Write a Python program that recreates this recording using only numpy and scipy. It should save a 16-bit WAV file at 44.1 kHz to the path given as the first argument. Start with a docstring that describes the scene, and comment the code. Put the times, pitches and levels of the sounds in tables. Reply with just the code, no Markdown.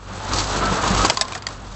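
"""A motor's hum and rumble are heard first, with the running noise of a labeling machine.
The hum is a harmonic series; the machine noise is shaped noise, louder from about 0.3 to 1.1 s.
Decaying noise and tones make its knocks; short wavering sines make its squeaks.
A labeled plastic bottle then drops onto a pile and bounces: each hit is a noise click,
a set of damped wall modes and a hollow tone. A diffuse tail follows knocks, squeaks and hits."""
import sys
import numpy as np
from scipy import signal
from scipy.fft import rfft, irfft
from scipy.io import wavfile
from scipy.ndimage import uniform_filter1d, minimum_filter1d

SR = 44100
rng = np.random.default_rng(int(sys.argv[2]) if len(sys.argv) > 2 else 0)


def inscribe(sig):
    """Save sig as 16-bit PCM at rate SR to the path in sys.argv[1].

    A 1-D sig is mono; a 2-D sig holds one channel per row.
    Samples are clipped to [-1, 1] before scaling.
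    """
    pcm = np.round(np.clip(np.atleast_2d(sig).T, -1, 1) * 32767)
    wavfile.write(sys.argv[1], SR, pcm.astype(np.int16))


N = 77175
EDGE_HZ = 8080  # upper band limit


def amp(db):
    """Level law: decibels to an amplitude ratio."""
    return 10 ** (np.asarray(db) / 20)


def unit(x):
    """Power normalization: scales a signal to rms 1."""
    return x / np.sqrt(np.mean(x ** 2) + 1e-20)


def curve(points):
    """Linear interpolation of a control curve at every sample."""
    return np.interp(np.arange(N) / SR, *np.transpose(points))


def colour(x, spectrum):
    """Spectral shaping: weights each frequency, with rms 1 at the output."""
    f, db = np.transpose(spectrum)
    hz = np.fft.rfftfreq(len(x), 1 / SR)
    weight = amp(np.interp(np.log(hz + 1), np.log(f), db))
    return unit(irfft(rfft(x) * weight * (hz < EDGE_HZ), len(x)))


def noise(spectrum):
    """Random excitation: coloured noise as long as the scene."""
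    return colour(rng.standard_normal(N), spectrum)


def drift(rate_hz):
    """Random modulation: noise under a Gaussian lowpass, without its mean, rms 1."""
    hz = np.fft.rfftfreq(N, 1 / SR)
    lowpass = np.exp(-(hz / rate_hz) ** 2) * (hz > 0)
    return unit(irfft(rfft(rng.standard_normal(N)) * lowpass, N))


def ring(t, rise, t60):
    """Damped response: a linear rise times an exponential decay of 60 dB in t60."""
    return np.minimum(t / rise, 1) * np.exp(-np.log(1000) * t / t60)


def add(mix, s, sound):
    """Superposition: adds a sound to the mix at time s."""
    part = mix[max(round(s * SR), 0):][:len(sound)]
    part += sound[:len(part)]


# running-noise level before flutter: t/s, level/dB
RUNNING_LEVEL = [(0, -44), (.07, -40), (.12, -35), (.21, -34.5), (.3, -27.5), (.35, -24.5), (.46, -28),
                 (.56, -23.5), (.66, -22), (.77, -23), (.87, -21), (.97, -20.5), (1.04, -19.5),
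                 (1.09, -24.5), (1.13, -31), (1.24, -36.5), (1.36, -34.5), (1.44, -41.5), (1.51, -35.5),
                 (1.58, -39.5), (1.75, -40.5)]
# hiss level before flicker: t/s, level/dB
HISS_LEVEL = [(0, -57), (.12, -44.5), (.25, -41), (.31, -35), (.345, -28), (.41, -25.5), (.46, -33.5),
              (.54, -32.5), (.57, -28), (.61, -36), (.7, -34), (.73, -30.5), (.8, -34), (.86, -30.5),
              (.92, -29.5), (.97, -27), (1.035, -28.5), (1.06, -22.5), (1.1, -30.5), (1.13, -35.5),
              (1.25, -45), (1.37, -39.5), (1.41, -66), (1.53, -42), (1.59, -54), (1.75, -47.5)]
# relative spectrum of the running noise: f/Hz, level/dB
BODY_SPECTRUM = [(20, -28), (60, -8.5), (130, -2), (190, -9), (270, -5.5), (500, -6), (900, -4.5),
                 (1300, -4), (1600, -9.5), (2100, -16.5), (4000, -19), (8000, -42)]
# relative spectrum of hiss and rattle: f/Hz, level/dB
HISS_SPECTRUM = [(600, -35), (1500, -14), (2200, -5), (3200, -3), (4400, 1), (5400, -1.5), (6400, 0),
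                 (8000, -3.5)]
GRAIN_PER_S, GRAIN_SPREAD_DB, GRAIN_DB = 700, 1.5, -8  # grain level relative to the smooth hiss


def running_noise(flutter_db=1.47, flicker_db=2.34):
    """Amplitude-modulated noise: a rushing body and a hiss with random impulses in it."""
    flutter, flicker = drift(rate_hz=60), drift(rate_hz=90)
    body = noise(BODY_SPECTRUM) * amp(curve(RUNNING_LEVEL) + flutter_db * flutter)
    struck = rng.random(N) < GRAIN_PER_S / SR
    sign = rng.choice([-1, 1], N)
    strength = amp(GRAIN_SPREAD_DB * np.minimum(rng.exponential(1, N), 4))
    grains = colour(struck * sign * strength, HISS_SPECTRUM)
    hiss = unit(noise(HISS_SPECTRUM) + amp(GRAIN_DB) * grains)
    return body + hiss * amp(curve(HISS_LEVEL) + flicker_db * flicker)


# knocks of the mechanism, before their envelopes:
# t/s, thud level/dB, rattle level/dB, rattle t60/s
KNOCK_EVENTS = [(0.333, -12.5, -18.5, .07), (.383, -14, -18.5, 0.063), (.390, -32, -19, .04),
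                (.652, -18.5, -25, 0.062), (0.961, -38, -26.5, 0.071), (1.045, -10, -44, 0.038),
                (1.05, -8, -16, .04)]
# relative spectrum of a thud: f/Hz, level/dB
THUD_SPECTRUM = [(30, -20.5), (120, -20.5), (350, 13), (600, -10), (1000, 10.5), (1400, 2.5), (2000, -17),
                 (5000, -28.5)]
# dull bumps of the frame: t/s, level/dB
BUMP_EVENTS = [(.105, -30), (0.71, -18), (.904, -14)]
THUD_T60, KNOCK_RISE_S = 0.037, 0.003  # s
RATTLE_RING_DB, RATTLE_RING_HZ = -3, 4480  # tone level relative to the rattle level
BUMP_HZ, BUMP_RISE_S, BUMP_T60 = 187.8, .004, 0.19  # times in s


def knocks():
    """Damped impact response: noise thuds with bright ringing rattles, and decaying frame tones."""
    out, t = np.zeros(N), np.arange(SR // 4) / SR
    for s, thud_db, rattle_db, rattle_t60 in KNOCK_EVENTS:
        wander = drift(rate_hz=150)[:len(t)]
        tone = amp(RATTLE_RING_DB) * wander * np.sin(2 * np.pi * RATTLE_RING_HZ * t)
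        thud = colour(rng.standard_normal(len(t)), THUD_SPECTRUM)
        add(out, s, amp(thud_db) * thud * ring(t, KNOCK_RISE_S, THUD_T60))
        add(out, s, amp(rattle_db) * (rattle(len(t)) + tone) * ring(t, KNOCK_RISE_S, rattle_t60))
    for s, db in BUMP_EVENTS:
        add(out, s, amp(db) * np.sin(2 * np.pi * BUMP_HZ * t) * ring(t, BUMP_RISE_S, BUMP_T60))
    return out


def rattle(count, grains_per_s=1500, spread_db=3):
    """Random impulse train: small bright contacts, mixed with noise of the same spectrum."""
    struck = rng.random(count) < grains_per_s / SR
    sign = rng.choice([-1, 1], count)
    strength = amp(spread_db * np.minimum(rng.exponential(1, count), 3))
    taps = colour(struck * sign * strength, HISS_SPECTRUM)
    return unit(taps + 1.8 * colour(rng.standard_normal(count), HISS_SPECTRUM))


# bottle hits, before envelopes: t/s, click level/dB, wall level/dB, wall frequency factor/1,
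# hollow f/Hz, hollow level/dB, hollow t60/s
BOTTLE_HITS = [(1.0490, -15, -20, 0.99, 925, -4.5, 0.013), (1.099, -11, -14, 1.03, 949, -16.5, 0.084),
               (1.1030, -25, -23, 0.68, 647, -5.5, 0.02), (1.1722, -21, -15.5, 1.0, 1051, -14, 0.056),
               (1.1931, -35.5, -32.5, 1.0, 1035, -29.5, 0.15), (1.2115, -14, -11.5, 1.08, 646, -15, 0.048),
               (1.2150, -17, -24, 0.83, 2340, -21, 0.035), (1.2206, -24.5, -25, 1.2, 1059, -29, 0.24),
               (1.2519, -44, -34.5, 1.0, 1042, -28.5, 0.12), (1.2827, -31, -33.5, 1.07, 970, -40.5, 0.063),
               (1.3222, -28, -34.5, .8, 1060, -21, 0.033), (1.333, -48, -33.5, .78, 2390, -20.5, 0.016),
               (1.351, -24, -35, 1.04, 1870, -21, 0.032), (1.3560, -33.5, -48, 0.41, 730, -22, 0.039),
               (1.3770, -35, -35, 1.0, 816, -46, 0.038), (1.4227, -34, -34.5, 1.02, 1100, -49, .04),
               (1.468, -24.5, -19, .99, 1870, -17.5, 0.021), (1.4865, -34, -36, .98, 1065, -23.5, 0.033)]
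# modes of a bottle's wall, before each hit's factor and level: f/Hz, level/dB, t60/s
WALL_MODES = [(1990, -10, 0.017), (3320, -3, 0.021), (3740, -12.5, .025), (4505, 4, .016), (4850, 2, 0.018),
              (5950, -7.5, .022), (6690, -3, 0.015), (7260, -6, 0.036)]
# relative spectrum of a contact click: f/Hz, level/dB
CLICK_SPECTRUM = [(100, -11.5), (350, -12), (750, 0), (1500, 2.5), (2700, 0.5), (4600, -1), (5700, -4.5),
                  (7300, -2), (8000, -3)]
CLICK_T60, HOLLOW_RISE_S, HIT_RISE_S = 0.037, .0015, 0.00014  # s
PILE_ECHO_S, PILE_ECHO_DB = .0024, -12.5


def bottles():
    """Modal superposition: each hit clicks, rings the wall and the hollow; the pile echoes it."""
    out, t = np.zeros(N), np.arange(SR // 6) / SR
    for s, click_db, wall_db, factor, hollow_hz, hollow_db, hollow_t60 in BOTTLE_HITS:
        crack = colour(rng.standard_normal(len(t)), CLICK_SPECTRUM)
        click = amp(click_db) * crack * ring(t, HIT_RISE_S, CLICK_T60)
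        wall = np.zeros(len(t))
        for hz, db, t60 in WALL_MODES:
            mode = np.sin(2 * np.pi * (hz * factor * t + rng.random()))
            wall += amp(wall_db + db) * mode * ring(t, HIT_RISE_S, t60)
        hollow = amp(hollow_db) * np.sin(2 * np.pi * hollow_hz * t)
        hollow *= ring(t, HOLLOW_RISE_S, hollow_t60)
        add(out, s, click + wall + hollow)
        add(out, s + PILE_ECHO_S, amp(PILE_ECHO_DB) * (click + wall))
    return out


# squeaks: start t/s, length/s, mean f/Hz, peak level/dB
SQUEAK_EVENTS = [(0.178, 0.3, 874.7, -33.5), (.615, 0.098, 1325, -20.5), (.635, .045, 1540, -29),
                 (.97, 0.058, 1144, -26), (.985, .06, 1272, -21)]
SQUEAK_WAVER = .007  # rms deviation as a fraction of the frequency


def squeaks():
    """Frequency modulation: short sine tones of rubbing parts, with a random pitch waver."""
    out = np.zeros(N)
    for s, length, hz, db in SQUEAK_EVENTS:
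        count = int(length * SR)
        pitch = hz * (1 + SQUEAK_WAVER * drift(rate_hz=280)[:count])
        turns = np.cumsum(pitch) / SR
        add(out, s, amp(db) * signal.windows.tukey(count, .5) * np.sin(2 * np.pi * turns))
    return out


# motor hum partials: multiple of the motor frequency/1, relative level/dB
HUM_PARTIALS = [(1, -1.5), (2, -3), (3, -13.5), (4, -10.5), (5, -15.5)]
# level of the deepest partial before its relative level: t/s, level/dB
THROB_LEVEL = [(0, -41.5), (.09, -37), (.16, -40), (.25, -41), (.33, -27), (.5, -30.5), (.72, -26.5),
               (.79, -40.5), (.9, -26), (1.02, -20), (1.1, -43.5), (1.25, -41.5), (1.43, -49), (1.52, -40),
               (1.75, -35)]
# relative spectrum of the motor rumble: f/Hz, level/dB
RUMBLE_SPECTRUM = [(20, -2.5), (60, 0.5), (130, -0.5), (200, 3), (350, -8), (900, -35.5), (3000, -22)]
MOTOR_HZ, HUM_WAVER_DB, HUM_WAVER_RAD = 48.92, 2.5, 0.57  # wavers are rms values
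RUMBLE_DB, OVERTONE_DB = -50, -31
OVERTONE_SHARE, THROB_SHARE = 0.59, 0.3  # overtone dB per dB of running noise and of throb


def motor():
    """Harmonic series: overtones that rise and fall with the running noise and the throb, and rumble."""
    t, throb = np.arange(N) / SR, curve(THROB_LEVEL)
    overtones = OVERTONE_DB + OVERTONE_SHARE * (curve(RUNNING_LEVEL) + 26)
    overtones += THROB_SHARE * (throb + 30)
    out = amp(RUMBLE_DB) * noise(RUMBLE_SPECTRUM)
    for k, (multiple, db) in enumerate(HUM_PARTIALS):
        level = overtones + HUM_WAVER_DB * drift(rate_hz=4.4) if k else throb
        phase = 2 * np.pi * (multiple * MOTOR_HZ * t + rng.random())
        phase += HUM_WAVER_RAD * drift(rate_hz=18)
        out += np.sqrt(2) * amp(level + db) * np.sin(phase)  # sqrt(2): levels are rms
    return out


ROOM_T60, ROOM_DB = 0.27, -29  # decay in s; level of the unit-energy tail


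def workshop(x):
    """Diffuse reverberation: convolution with decaying noise, added to the direct sound."""
    t = np.arange(SR // 2) / SR
    tail = rng.standard_normal(len(t)) * ring(t, 0.0028, ROOM_T60)
    return x + amp(ROOM_DB) * signal.fftconvolve(x, tail / np.linalg.norm(tail))[:N]


def scene():
    """Superposition: machine noise and motor stay dry; knocks, hits and squeaks excite the workshop."""
    return (running_noise() + workshop(knocks() + bottles() + squeaks()) + motor())[None]


CEILING = .93  # peak amplitude ahead of the band limit


def record(dry):
    """Peak limiting by a fast smoothed gain, followed by a linear-phase lowpass."""
    allowed = np.minimum(1, CEILING / (abs(dry) + 1e-9))
    gain = uniform_filter1d(minimum_filter1d(allowed, size=61), size=41)
    lowpass = signal.firwin(501, EDGE_HZ, window=("kaiser", 8), fs=SR)
    return signal.oaconvolve(dry * gain, lowpass[None], "same")


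dry = scene()
out = record(dry)
inscribe(out)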